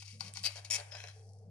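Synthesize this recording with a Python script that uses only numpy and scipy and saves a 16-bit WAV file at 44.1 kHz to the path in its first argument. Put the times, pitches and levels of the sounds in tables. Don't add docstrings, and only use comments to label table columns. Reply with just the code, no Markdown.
import sys
import numpy as np
from scipy import signal
from scipy.fft import rfft, irfft, next_fast_len
from scipy.io import wavfile
from scipy.ndimage import map_coordinates

SR = 44100
rng = np.random.default_rng(int(sys.argv[2]) if len(sys.argv) > 2 else 0)


def put_to_file(sound):
    columns = np.atleast_2d(sound).T
    safe = np.clip(columns, -1, 1)
    whole_steps = np.round(safe * 32767)
    wavfile.write(sys.argv[1], SR, whole_steps.astype(np.int16))


N = 66150
T = np.arange(N) / SR
SIZE = next_fast_len(N + SR // 5)
HZ = np.fft.rfftfreq(SIZE, 1 / SR)


def amp(db):
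    return np.exp(np.asarray(db) * (np.log(10) / 20))


def unit(x):
    return x / np.sqrt(np.mean(np.abs(x) ** 2) + 1e-20)


def along(points, hz):
    f, v = np.transpose(points)
    return np.interp(np.log(hz + 1), np.log(f + 1), v)


def filtered(x, response):
    return irfft(rfft(x, SIZE) * response, SIZE)[..., :N]


def colour(points):
    cepstrum = irfft(np.log(amp(along(points, HZ))), SIZE)
    cepstrum[1:SIZE // 2] *= 2
    cepstrum[SIZE // 2 + 1:] = 0
    return unit(np.exp(rfft(cepstrum)))


def resonances(rows):
    total = 0
    for k, (f_hz, width_hz, db) in enumerate(rows):
        damping = 1j * HZ * width_hz
        total = total + (-1) ** k * amp(db) * damping / (f_hz ** 2 - HZ ** 2 + damping)
    return total


def wobble(rate_hz):
    return map_coordinates(rng.standard_normal(1024), [T * rate_hz], mode="mirror")


def strokes(rows, attack_s, release_s):
    total = 0
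    for start_s, length_s, db in rows:
        fall_db = 60 * np.maximum(T - start_s - length_s, 0) / release_s
        total = total + amp(db - fall_db) * np.clip((T - start_s) / attack_s, 0, 1)
    return total


def slips(rate_hz, scatter_db):
    occurs = rng.random(N) < rate_hz / SR
    return unit(occurs * rng.choice([-1, 1], N) * amp(scatter_db * rng.standard_normal(N)))


def contacts(rows, chatter_s, chatter_db):
    out, t = np.zeros(N + SR), np.arange(SR // 20) / SR
    for s, db in rows:
        blow = amp(chatter_db - 60 * t / chatter_s) * rng.standard_normal(len(t))
        blow[0] = 1
        out[round(s * SR):][:len(t)] += amp(db) * blow / np.linalg.norm(blow)
    return out[:N]


# f/Hz, relative level/dB
GRIT_COLOUR = [(150, -42.5), (320, -39.5), (450, -15.5), (1000, -9.5), (1300, -4), (2200, -3.5),
               (4500, 0.5), (7000, -4.5), (9000, -1.5), (11000, -6), (12200, -20), (14200, -22)]


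def steel(rows, grit_db):
    delay = np.exp(-2j * np.pi * HZ * 16 / SR)
    return unit(unit(resonances(rows)) + amp(grit_db) * colour(GRIT_COLOUR) * delay)


JUDDER_HZ = 111


def screech(start_s, bite, modes, grit_db):
    rise_s, hold_s, release_s, entry_db, top_db, judder_db = bite
    t = T - start_s
    level_db = np.interp(t, [0, rise_s], [entry_db, top_db])
    level_db = level_db - 60 * np.maximum(t - rise_s - hold_s, 0) / release_s
    judder = np.cos(2 * np.pi * JUDDER_HZ * t + 0.2 * wobble(40))
    onset = np.clip(t / 0.00035, 0, 1)
    force = amp(level_db + judder_db * judder) * onset * slips(rate_hz=9000, scatter_db=1.5)
    return filtered(force, steel(modes, grit_db))


# t/s, length/s, level/dB
RUBS = [(-.01, 0.036, -54.5), (.045, 0.071, -57), (.12, 0.039, -63.5), (.196, 0.088, -51),
        (.345, 0.04, -49.5), (.39, 0.044, -59), (.49, 0.08, -56.5), (.553, 0.039, -53.5),
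        (.644, 0.008, -46), (.76, 0.035, -47.5)]
# t/s, level/dB (before +9 dB), plate knock/dB (before +13 dB)
KNIFE_CLICKS = [(.0222, -38, -46), (.0255, -35.5, -63), (.080, -36.5, -72), (.104, -45.5, -79),
                (.1415, -51.5, -76), (.2073, -23, -31.5), (.358, -35.5, -42), (.3712, -24.5, -36.5),
                (.4602, -24.5, -36), (.558, -43, -45.5), (.6485, -31, -49.5)]
# rise/s, hold/s, release/s, entry/dB, top/dB, judder/+-dB
PUSH_BITE = (.025, .004, .065, -37.5, -28.7, 1.1)
PULL_BITE = (0.0557, 0.0063, 0.0235, -34.5, -33, 4)
# f/Hz, width/Hz, relative level/dB
PUSH_MODES = [(2160, 200, -13), (2750, 340, -10.5), (4160, 350, -9), (4553, 140, -2), (4687, 130, 1.5),
              (5290, 260, -7), (6120, 930, -14)]
PULL_MODES = [(2250, 390, -9), (2580, 110, -6.5), (3146, 150, -14.5), (4440, 150, -14.5), (5450, 220, 2),
              (5875, 490, -5), (7050, 330, -1.5), (9570, 170, -13.5)]
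RUB_MODES = [(2230, 330, -3.5), (2836, 310, -2), (3150, 120, -7.5), (4472, 236, 0.5), (5450, 490, -3),
             (6620, 320, -7.5)]
# f/Hz, relative level/dB
RUB_COLOUR = [(300, -12.5), (1000, -11), (1800, -3.5), (2200, 1.5), (9000, -0.5), (13000, -4)]
PUSH_S, PULL_S = .4365, .701


def knife():
    rub = strokes(RUBS, attack_s=0.0043, release_s=0.09)
    rub = rub * slips(rate_hz=3800, scatter_db=3.5) * amp(1.1 * wobble(131))
    rub = filtered(rub, unit(steel(RUB_MODES, grit_db=-2) * colour(RUB_COLOUR)))
    clicks = contacts([(s, db) for s, db, _ in KNIFE_CLICKS], chatter_s=0.0047, chatter_db=-12)
    clicks = filtered(amp(9) * clicks, steel(RUB_MODES, grit_db=-8.5))
    push = screech(PUSH_S, PUSH_BITE, PUSH_MODES, grit_db=-11.5)
    pull = screech(PULL_S, PULL_BITE, PULL_MODES, grit_db=-8)
    return rub + clicks + push + pull


# t/s, length/s, drag level/dB, squeak level/dB
DRAGS = [(0.909, 0.054, -60, -48.5), (0.963, 0.054, -54, -66), (1.029, 0.036, -58.5, -88),
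         (1.076, 0.023, -57, -63), (1.11, 0.096, -73.5, -84.5)]
# t/s, level/dB (before +9.5 dB), plate knock/dB (before +13 dB)
FORK_CLICKS = [(.920, -38, -56), (0.925, -39.5, -71), (0.952, -31, -45), (1.003, -37, -52),
               (1.039, -34, -41.5), (1.0727, -38.5, -62), (1.0852, -36, -66)]
# f/Hz, width/Hz, relative level/dB
FORK_MODES = [(1520, 260, -7), (2050, 450, -7), (2600, 200, -6), (3320, 190, -1), (4080, 190, -1),
              (5200, 260, -2), (5950, 260, -2), (7050, 220, -9)]
SQUEAK_MODES = [(5020, 330, -2), (5260, 260, 0)]


def fork():
    drag = strokes([(s, n, db) for s, n, db, _ in DRAGS], attack_s=0.0079, release_s=0.075)
    drag = drag * slips(rate_hz=2900, scatter_db=6) * amp(1.3 * wobble(130))
    squeak = strokes([(s, n, db) for s, n, _, db in DRAGS], attack_s=0.0094, release_s=.04)
    squeak = squeak * slips(rate_hz=3700, scatter_db=4)
    clicks = contacts([(s, db) for s, db, _ in FORK_CLICKS], chatter_s=0.0046, chatter_db=-9)
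    body = filtered(drag + amp(9.5) * clicks, steel(FORK_MODES, grit_db=-11))
    return body + filtered(squeak, unit(resonances(SQUEAK_MODES)))


# t/s, level/dB (before +6.5 dB)
LATE_FORK_TICKS = [(1.291, -50.5), (1.334, -49.5), (1.387, -52.5)]
# f/Hz, relative level/dB
HISS_COLOUR = [(1000, -34), (3500, -22.5), (4500, -0.5), (5500, 0.5), (7500, -8), (10000, -4.5),
               (12000, -25), (14000, -47)]


def late_fork():
    clicks = amp(6.5) * contacts(LATE_FORK_TICKS, chatter_s=0.0111, chatter_db=-4)
    return filtered(clicks, colour(HISS_COLOUR))


# f/Hz, width/Hz, relative level/dB
KNOCK_MODES = [(450, 13, -19), (786.6, 26, 0.5), (950, 54, -5), (1123, 28, 4), (1474, 48, -3.5),
               (2260, 71, 1.5), (2740, 240, -4.5)]


def knocks():
    blows = np.zeros(N)
    for s, _, db in KNIFE_CLICKS + FORK_CLICKS:
        blows[round(s * SR)] += amp(db + 13)
    tone = colour([(200, -23), (330, -19.5), (450, 1.5), (3000, 1.5), (9000, -3.5)])
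    return filtered(blows, unit(resonances(KNOCK_MODES) * tone))


# f/Hz, width/Hz, level/dB
PLATE_MODES = [(1740, 12, -6), (2184, 22, -3), (2186, 10, -0.5), (2623, 14, 3), (2825, 16, -5.5),
               (3400, 13, -13.5), (4530, 9, -10.5), (5330, 14, -7)]
PLATE_DB = 0


def plate_ring(cutlery):
    return amp(PLATE_DB) * filtered(cutlery, resonances(PLATE_MODES) * 1j)


# t/s, length/s, level/dB
SQUEEZES = [(.215, 0.098, -67), (.43, 0.075, -60), (.553, 0.045, -58), (.62, 0.081, -70.5),
            (.70, 0.083, -58.5), (.778, 0.031, -53), (.82, 0.11, -65), (.92, 0.079, -59),
            (.945, 0.0048, -54), (1.02, 0.081, -65), (1.036, 0.0031, -55.5)]
# t/s, level/dB (before +9 dB)
TICKS = [(.197, -47), (.338, -30.5), (.4325, -35), (.884, -51.5)]
# f/Hz, relative level/dB
FOOD_COLOUR = [(200, -49), (330, -33.5), (430, -8), (580, -1), (850, -5.5), (1250, -15.5), (1600, -7),
               (3000, -12.5), (8000, -53)]
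TICK_COLOUR = [(500, -38), (3500, -4), (5500, -8.5), (8500, 8.5), (11500, -9), (14000, -26)]


def food():
    squelch = strokes(SQUEEZES, attack_s=0.0036, release_s=0.064) * slips(rate_hz=1500, scatter_db=3)
    ticks = amp(9) * contacts(TICKS, chatter_s=.003, chatter_db=-9.5)
    return filtered(squelch, colour(FOOD_COLOUR)) + filtered(ticks, colour(TICK_COLOUR))


EARLY_DB, EARLY_T60_S = -6.5, 0.037


def nearby(x):
    t = np.arange(SR // 20) / SR
    echoes = rng.standard_normal((2, len(t))) * amp(-60 * t / EARLY_T60_S) * np.clip(t / 0.0015, 0, 1)
    echoes = echoes / np.linalg.norm(echoes, axis=1, keepdims=True)
    return amp(EARLY_DB) * signal.fftconvolve(x[None], echoes, axes=1)[:, :N]


# f/Hz, t60/s
KITCHEN_T60 = [(200, 0.84), (2000, 0.38), (6000, 0.36), (13000, 0.34)]
# f/Hz, relative level/dB
WALLS = [(300, -3), (900, 4.5), (2500, 4), (3800, 0), (4700, -10), (5600, -7), (7100, -4), (9000, 1.5),
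         (14000, -3)]
ROOM_DB = -10.5


def kitchen(x):
    hz, t, z = signal.stft(rng.standard_normal((2, SR // 2)), SR, nperseg=256)
    decay = amp(-60 * t / along(KITCHEN_T60, hz)[:, None])
    tail = signal.istft(z * decay, SR, nperseg=256)[1]
    tail = np.pad(tail / np.linalg.norm(tail[0]), ((0, 0), (SR // 300, 0)))
    reflected = filtered(x, amp(along(WALLS, HZ)))
    return amp(ROOM_DB) * signal.fftconvolve(reflected[None], tail, axes=1)[:, :N]


# f/Hz, width/Hz, relative level/dB
DRONE_MODES = [(446, 27, 0.5), (673, 80, -10), (793, 40, -6), (1206, 33, -10)]


def drone():
    tone = colour([(200, -22), (400, 3.5), (850, 2.5), (1300, -25), (3000, -21)])
    noise = filtered(rng.standard_normal(N), unit(resonances(DRONE_MODES) * tone))
    return strokes([(1.12, .4, -65.5)], attack_s=0.059, release_s=.2) * noise


# t/s, length/s, level/dB
HANDLINGS = [(.12, .14, -60.5), (.26, .17, -69.5), (.62, 0.1, -73.5), (1.25, 0.17, -74.5), (1.44, .08, -61)]
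# f/Hz, relative level/dB
HANDLING_COLOUR = [(60, -27.5), (140, -5), (190, 2), (240, -11.5), (320, -37), (480, -15), (800, -37.5),
                   (3000, -79)]


def handling():
    noise = filtered(rng.standard_normal(N), colour(HANDLING_COLOUR))
    return strokes(HANDLINGS, attack_s=0.016, release_s=0.13) * noise


HUM_HZ, HUM_DB = 100.5, -54


def hum():
    sine = np.sin(2 * np.pi * (HUM_HZ * T + rng.random()))
    return amp(HUM_DB + 0.34 * wobble(13)) * np.sqrt(2) * sine


# f/Hz, relative level/dB
FLOOR_COLOUR = [(20, -11), (50, -7.5), (85, 8), (145, 8.5), (200, -14.5), (300, -19.5), (500, -13),
                (1000, -26), (3000, -35), (14000, -47)]


def background():
    noise = rng.standard_normal(N) + .5 * rng.standard_normal((2, N))
    floor = amp(-69) * filtered(noise, colour(FLOOR_COLOUR))
    hiss_db = np.interp(T, [1.15, 1.35, 1.5], [-67, -75, -86])
    hiss = amp(hiss_db) * filtered(slips(rate_hz=5900, scatter_db=3), colour(HISS_COLOUR))
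    return hum() + handling() + drone() + floor + hiss


def scene():
    cutlery = knife() + fork() + knocks()
    near = cutlery + plate_ring(cutlery) + late_fork() + food()
    return near + nearby(near) + kitchen(near) + background()


# f/Hz, level/dB
PORT_LEVEL = [(100, 1), (700, 1.5), (1100, 2.5), (1700, -3), (2400, 4), (3200, 7), (4600, 19.5), (6000, 17),
              (7100, 10.5), (8000, -3.5), (9200, -10.5), (10200, -22.5), (14000, -8.5)]
# f/Hz, phase/rad
PORT_PHASE = [(100, 0.14), (700, 0.63), (1500, 1.14), (3000, 1.48), (14000, 1.76)]
TOP_HZ = 14330


def record(dry):
    side = np.array([[.5], [-.5]])
    gains = amp(side * along(PORT_LEVEL, HZ))
    gains = gains / np.sqrt(np.mean(gains ** 2, axis=0))
    phase = np.exp(1j * side * along(PORT_PHASE, HZ))
    return filtered(dry, gains * phase * (HZ < TOP_HZ))


dry = scene()
out = record(dry)
put_to_file(out)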